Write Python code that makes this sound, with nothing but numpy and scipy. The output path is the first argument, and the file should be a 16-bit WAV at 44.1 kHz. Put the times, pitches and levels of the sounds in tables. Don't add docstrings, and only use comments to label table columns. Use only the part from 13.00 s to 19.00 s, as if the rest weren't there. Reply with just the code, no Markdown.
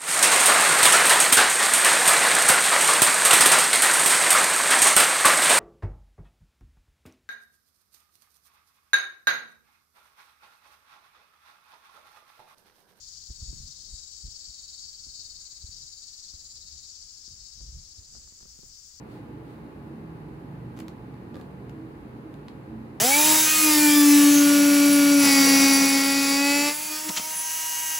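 import sys
import numpy as np
from scipy import signal
from scipy.fft import rfft, irfft, next_fast_len
from scipy.io import wavfile
from scipy.ndimage import uniform_filter1d, map_coordinates

SR = 44100
rng = np.random.default_rng(int(sys.argv[2]) if len(sys.argv) > 2 else 0)


def wrap_up_sound(samples):
    columns = np.atleast_2d(samples).T
    tamed = np.clip(columns, -1, 1)
    steps = np.round(tamed * 32767).astype(np.int16)
    wavfile.write(sys.argv[1], SR, steps)


N = 264600


def amp(db):
    return 10 ** (np.asarray(db) / 20)


def unit(x):
    return x / np.sqrt(np.mean(x ** 2) + 1e-20)


def steady(x, window=1500):
    return x / np.sqrt(np.abs(uniform_filter1d(x ** 2, window)) + 1e-9)


def along(points, hz):
    knots_hz, values = np.transpose(points)
    return np.interp(np.log(hz + 1), np.log(knots_hz + 1), values)


def curves(rows):
    times_s, *columns = np.transpose(rows)
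    return [np.interp(np.arange(N) / SR, times_s, column) for column in columns]


def wobble(rate_hz):
    knots = rng.standard_normal(int(N * rate_hz / SR) + 4)
    return map_coordinates(knots, [np.arange(N) * rate_hz / SR])


def swells(rows, width_s):
    t = np.arange(N) / SR
    return sum(amp(db) ** 2 * np.exp(-np.minimum(((t - at_s) / width_s) ** 2, 100)) for at_s, db in rows)


def filtered(x, response):
    size = next_fast_len(N + SR // 2)
    return irfft(rfft(x, size) * response(np.fft.rfftfreq(size, 1 / SR)), size)[..., :N]


def coloured(x, spectrum):
    return unit(filtered(x, lambda hz: amp(along(spectrum, hz))))


def panned(pan_db):
    return amp(np.outer([.5, -.5], pan_db))


def noise(spectrum, correlation):
    def mid_side_gains(hz):
        angle = np.arccos(np.clip(along(correlation, hz), -1, 1)) / 2
        return np.array([np.cos(angle), np.sin(angle)])
    mid, side = filtered(rng.standard_normal((2, N)), mid_side_gains)
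    return coloured(np.array([mid + side, mid - side]), spectrum)


def air():
    # (frequency [Hz], level [dB])
    spectrum = [(20, 0.5), (45, 2), (70, 6), (110, -8.5), (200, -12), (400, -15.5), (700, -19), (1200, -20),
                (2200, -21.5), (5000, -16.5), (10500, -24.5), (12500, -23), (15600, -27.5)]
    hush = noise(spectrum, [(70, .96), (150, .75), (300, -.069), (640, -.76), (1400, .56), (3000, .011)])
    pan_db = [(1300, -.5), (3000, -.5), (12000, 3.5)]
    return amp(-62) * filtered(hush, lambda hz: panned(along(pan_db, hz)))


def tymbal(rate_hz, jitter_s, scatter_db):
    at = np.flatnonzero(np.diff(np.floor(np.cumsum(rate_hz) / SR + rng.random())))
    late, size = rng.standard_normal((len(at), 2)).T
    at = np.clip(np.round(at + late * jitter_s * SR).astype(int), 0, N - 1)
    return np.bincount(at, amp(scatter_db * size), N)


def scattered(x, t60_s, block=13230):
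    t = np.arange(SR // 5) / SR
    echoes = np.zeros((2, N + len(t)))
    for start in range(0, N, block):
        tail = rng.standard_normal((2, len(t))) * amp(-60 * t / t60_s)
        echo = signal.fftconvolve(x[None, start:start + block], tail, axes=1)
        echoes[:, start:start + echo.shape[1]] += echo
    return unit(echoes[:, :N])


def far_insects(spectrum, rate_hz, flutter_db, count):
    voices = 0
    for _ in range(count):
        own_hz = rate_hz * np.exp(.12 * rng.standard_normal() + .006 * wobble(5))
        clicks = tymbal(own_hz, jitter_s=.00003, scatter_db=3.5)
        voices += scattered(clicks, t60_s=.097, block=SR) * amp(flutter_db * wobble(28))
    return coloured(voices, spectrum)


def chorus(low_trim_db=-2, high_trim_db=-.5, drift_db=.27, drift_hz=3.01):
    # (time [s], low level [dB], low pan [dB], high level [dB], high pan [dB])
    cicada_track = [(0, -51.5, 13.5, -54, 2.5), (.9, -51, 12.5, -52.2, 5), (1.8, -54, 18, -50.5, -3.5),
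                    (2.4, -52.5, 14, -51, -.5), (3.5, -50.5, 10.5, -51.5, 0), (4.7, -52, 14, -55, 3.5),
                    (5.15, -52.5, 8, -54, -4), (6, -52.5, 11.5, -54.5, 4.5)]
    # (time [s], level [dB], pan [dB])
    sizzle_track = [(.5, -71.5, 10), (1.8, -69, -3), (3.2, -69.5, 3), (4.8, -75.5, 6.5), (5.6, -67.5, -4)]
    # (frequency [Hz], level [dB])
    low_spectrum = [(2000, -45.5), (3000, -23.5), (3600, -15.5), (4100, -15), (4550, -1.5), (4800, -3),
                    (5020, 1), (5350, -1.5), (5700, 1), (6000, -2.5), (6400, -2.5), (6800, -25),
                    (8000, -38), (10000, -42)]
    high_spectrum = [(5000, -35.5), (6200, -6.5), (6560, -8.5), (6750, 0), (6900, -2), (7090, -0.5),
                     (7380, -4), (7600, -8.5), (7850, -8), (8100, -12), (8350, -10.5), (8900, -22),
                     (9700, -28), (12000, -50)]
    sizzle_spectrum = [(10500, -37), (12400, -11), (13500, -18), (14600, -14), (15250, -6), (15700, -6),
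                       (16500, -14.5)]
    low_db, low_pan_db, high_db, high_pan_db = curves(cicada_track)
    sizzle_db, sizzle_pan_db = curves(sizzle_track)

    def drifting(db, pan_db):
        return amp(db + drift_db * wobble(drift_hz)) * panned(pan_db)
    low = drifting(low_db + low_trim_db, low_pan_db)
    low *= far_insects(low_spectrum, rate_hz=225, flutter_db=2.5, count=4)
    high = drifting(high_db + high_trim_db, high_pan_db)
    high *= far_insects(high_spectrum, rate_hz=310, flutter_db=1.3, count=3)
    sizzle = drifting(sizzle_db, sizzle_pan_db)
    sizzle *= far_insects(sizzle_spectrum, rate_hz=260, flutter_db=.7, count=3)
    return low + high + sizzle


def handling(rest_db=-71, attack_s=.022, release_s=.081):
    # (start [s], length [s], rumble [dB], rub [dB])
    grip_shifts = [(0.394, .22, -49, -69), (0.728, .2, -59, -71.5), (1.31, 0.12, -66, -68.5),
                   (2.177, 0.17, -66, -71), (2.638, .2, -61, -72), (3.334, 0.35, -66, -71.5),
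                   (4.297, 0.049, -54.5, -72.5), (4.586, 0.18, -49.5, -69), (4.893, 0.39, -62.5, -70),
                   (5.35, 0.34, -63.5, -71)]
    # (frequency [Hz], level [dB])
    rumble_spectrum = [(15, -26), (30, 5), (55, 0.5), (85, -3.5), (130, -4), (200, -17), (280, -27.5),
                       (500, -50.5)]
    rub_spectrum = [(80, 1.5), (170, -6), (300, -2), (520, -7.5), (800, -12), (2000, -54)]
    t = np.arange(N) / SR
    press, slide = amp(rest_db), 0
    for start_s, length_s, rumble_db, rub_db in grip_shifts:
        age_s = t - start_s
        envelope = np.exp(np.minimum(age_s, 0) / attack_s - np.maximum(age_s - length_s, 0) / release_s)
        press = np.maximum(press, amp(rumble_db) * envelope)
        slide = np.maximum(slide, amp(rub_db) * envelope)
    rumble = press * amp(3.8 * wobble(18)) * noise(rumble_spectrum, [(50, 1), (120, .76), (250, .59)])
    rub = slide * amp(4.5 * wobble(25)) * noise(rub_spectrum, [(150, .4), (300, -.46), (600, -.8)])
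    return rumble + rub * panned(-4.5)


def thumps(thud_db=-13, rise_ratio=.73):
    # (time [s], level [dB], frequency [Hz], decay [s])
    jolts = [(0.306, -34, 52.7, 0.016), (.43, -32.5, 59, 0.012), (0.495, -31.5, 50.3, .016),
             (0.603, -37, 58, 0.01), (0.644, -39.5, 65, 0.017), (.939, -35, 49, .013),
             (1.253, -34.5, 52, .02), (1.28, -38, 53, 0.012), (1.494, -44, 48.3, .015),
             (2.087, -48, 52, 0.02), (2.644, -36, 58, 0.01), (2.692, -43, 58, 0.012),
             (3.345, -42.5, 59.7, 0.01), (3.741, -48.5, 70, .04), (4.328, -48, 88, 0.018),
             (4.425, -50.5, 45.4, 0.028), (4.629, -43, 47, 0.032), (4.69, -38.5, 57, 0.023),
             (4.751, -40.5, 61, 0.039), (4.991, -43.5, 66, .013), (5.177, -49.5, 57, 0.034)]
    t = np.arange(N) / SR
    rocking, force = np.zeros((2, N))
    for at_s, db, hz, decay_s in jolts:
        age_s = t - at_s
        width_s = np.where(age_s < 0, decay_s * rise_ratio, decay_s)
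        pulse = amp(db) * np.exp(-(age_s / width_s) ** 2)
        rocking -= pulse * np.cos(2 * np.pi * hz * age_s)
        force += pulse
    thud = noise(spectrum=[(40, -32), (100, 13.5), (165, -8.5), (260, -13), (450, -23.5), (1200, -54)],
                 correlation=[(80, .31), (160, .51), (300, .32), (500, -1.13)])
    return rocking * panned(-.2) + amp(thud_db) * force * steady(thud) * panned(-1.7)


def ticks(knock_db=-4.5, snap_db=18.5, snap_t60_s=.022, rise_s=.00068, pan_db=-3):
    # (time [s], level [dB], brightness [dB])
    taps = [(.301, -46.5, -31), (.42, -49, -19), (.528, -42, -28), (2.067, -51.5, -19), (3.336, -58, -12),
            (4.279, -54, -21), (4.609, -46, -24), (5.15, -53.5, -9), (5.166, -50.5, -19), (5.274, -55, -14),
            (5.322, -55.5, -12.5), (5.407, -55, -14), (5.427, -49, -13.5), (5.454, -48.5, -20),
            (5.588, -46, -25), (5.632, -44.5, -26)]
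    # (frequency [Hz], level [dB], t60 [s])
    case_modes = [(145, 4.5, 0.03), (226, 1, 0.057), (373, 0, 0.041), (510, -9.5, 0.086), (774, -9, 0.016)]
    t = np.arange(SR // 8) / SR
    stereo_t = t - [[0], [.0009]]
    rise = 1 - np.exp(-t / rise_s)
    knocks, snaps = np.zeros((2, 2, N + len(t)))
    for at_s, db, bright_db in taps:
        start = round(at_s * SR)
        span = slice(start, start + len(t))
        gain = amp(db) * panned(pan_db) * rise
        ring = sum(amp(mode_db - 60 * t / t60_s) * np.sin(2 * np.pi * (hz * stereo_t + rng.random()))
                   for hz, mode_db, t60_s in case_modes)
        twist, shake = rng.standard_normal((2, len(t)))
        snap = np.array([.61 * shake + .58 * twist, .89 * shake - 1.1 * twist])
        knocks[:, span] += gain * amp(knock_db) * ring
        snaps[:, span] += gain * amp(snap_db + bright_db - 60 * t / snap_t60_s) * snap
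    snap_spectrum = [(200, -6), (600, 1), (1400, 2.5), (2600, -10), (8000, -28)]
    return knocks[:, :N] + filtered(snaps[:, :N], lambda hz: amp(along(snap_spectrum, hz)))


def throbs(first_s=.04, width_s=.0115, scatter_db=.88):
    # (time [s], rate [Hz])
    pump_rate = [(0, 21.5), (.5, 22.3), (.9, 22.1), (1.5, 21.25), (2, 19.05), (2.9, 19.5), (3.9, 17.65),
                 (4.1, 12.4), (4.6, 15.6), (5.2, 16)]
    strokes = np.cumsum(curves(pump_rate)[0]) / SR
    strokes -= strokes[round(first_s * SR)]
    times_s = np.flatnonzero(np.diff(np.floor(strokes))) / SR
    levels_db = scatter_db * rng.standard_normal(len(times_s))
    return swells(zip(times_s, levels_db), width_s)


def near_cicada(ring_db=-9, rasp_db=-11.5, ring_depth=1.15, rasp_depth=.58, floor_db=-11.5, echo_db=3):
    # (time [s], rate [Hz])
    buckle_rate = [(0, 283), (3.3, 285), (6, 272)]
    # (time [s], level [dB], ring offset [dB])
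    song = [(0, -39.5, -6), (.8, -39, -10), (1.6, -37, -5.5), (2.4, -36, -6), (2.9, -38, -5.5),
            (3.9, -37, -10), (4.45, -41, -10), (4.7, -45.5, -6.5), (5.3, -45, -9), (6, -60.5, -11)]
    # (time [s], level [dB])
    surges = [(.465, -38.5), (.96, -39.5), (1.44, -41.5), (1.84, -39.5), (2.19, -39), (4.46, -43.5),
              (5.16, -48.5)]
    # (time [s], pan [dB])
    pan_track = [(0, 6), (.7, 8.5), (1.7, 5), (3.6, 6.5), (4.6, 6)]
    # (frequency [Hz], level [dB])
    ring_spectrum = [(3500, -42.5), (4130, -11), (4310, -6), (4450, -3.5), (4570, 3), (4680, -3),
                     (4850, -12), (5500, -49)]
    rasp_spectrum = [(2400, -37), (3450, -22), (3880, -1), (4100, -9.5), (4400, -3), (4950, -5.5),
                     (5330, 9), (5620, -13), (5880, -3), (6300, -5.5), (6880, 6.5), (7800, -0.5),
                     (8600, -21.5), (10000, -43)]
    song_db, ring_offset_db = curves(song)
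    pan_db, = curves(pan_track)
    rate_hz = curves(buckle_rate)[0] * (1 + .008 * wobble(12))
    clicks = tymbal(rate_hz, jitter_s=.0003, scatter_db=1)
    walls = scattered(clicks, t60_s=.013)
    foliage = amp(echo_db) * scattered(clicks, t60_s=.11)
    buzz = walls + foliage
    power = amp(song_db) ** 2 * (throbs() + amp(floor_db) ** 2) + swells(surges, width_s=.041)
    effort = np.sqrt(np.abs(uniform_filter1d(power, size=SR // 9)))
    pump = np.sqrt(power) / effort
    ring = amp(ring_db + ring_offset_db) * pump ** ring_depth * steady(coloured(buzz, ring_spectrum))
    rasp = amp(rasp_db) * pump ** rasp_depth * steady(coloured(buzz, rasp_spectrum))
    # (frequency [Hz], pan [dB])
    shade = [(4500, 4.5), (5600, 4.1), (7100, 3.1)]
    return filtered(effort * (ring + rasp), lambda hz: panned(along(shade, hz))) * panned(pan_db)


def scene():
    return near_cicada() + chorus() + air() + handling() + thumps() + ticks()


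def record(dry, cutoff_hz=15800):
    return filtered(dry, lambda hz: hz < cutoff_hz)


dry = scene()
out = record(dry)
wrap_up_sound(out)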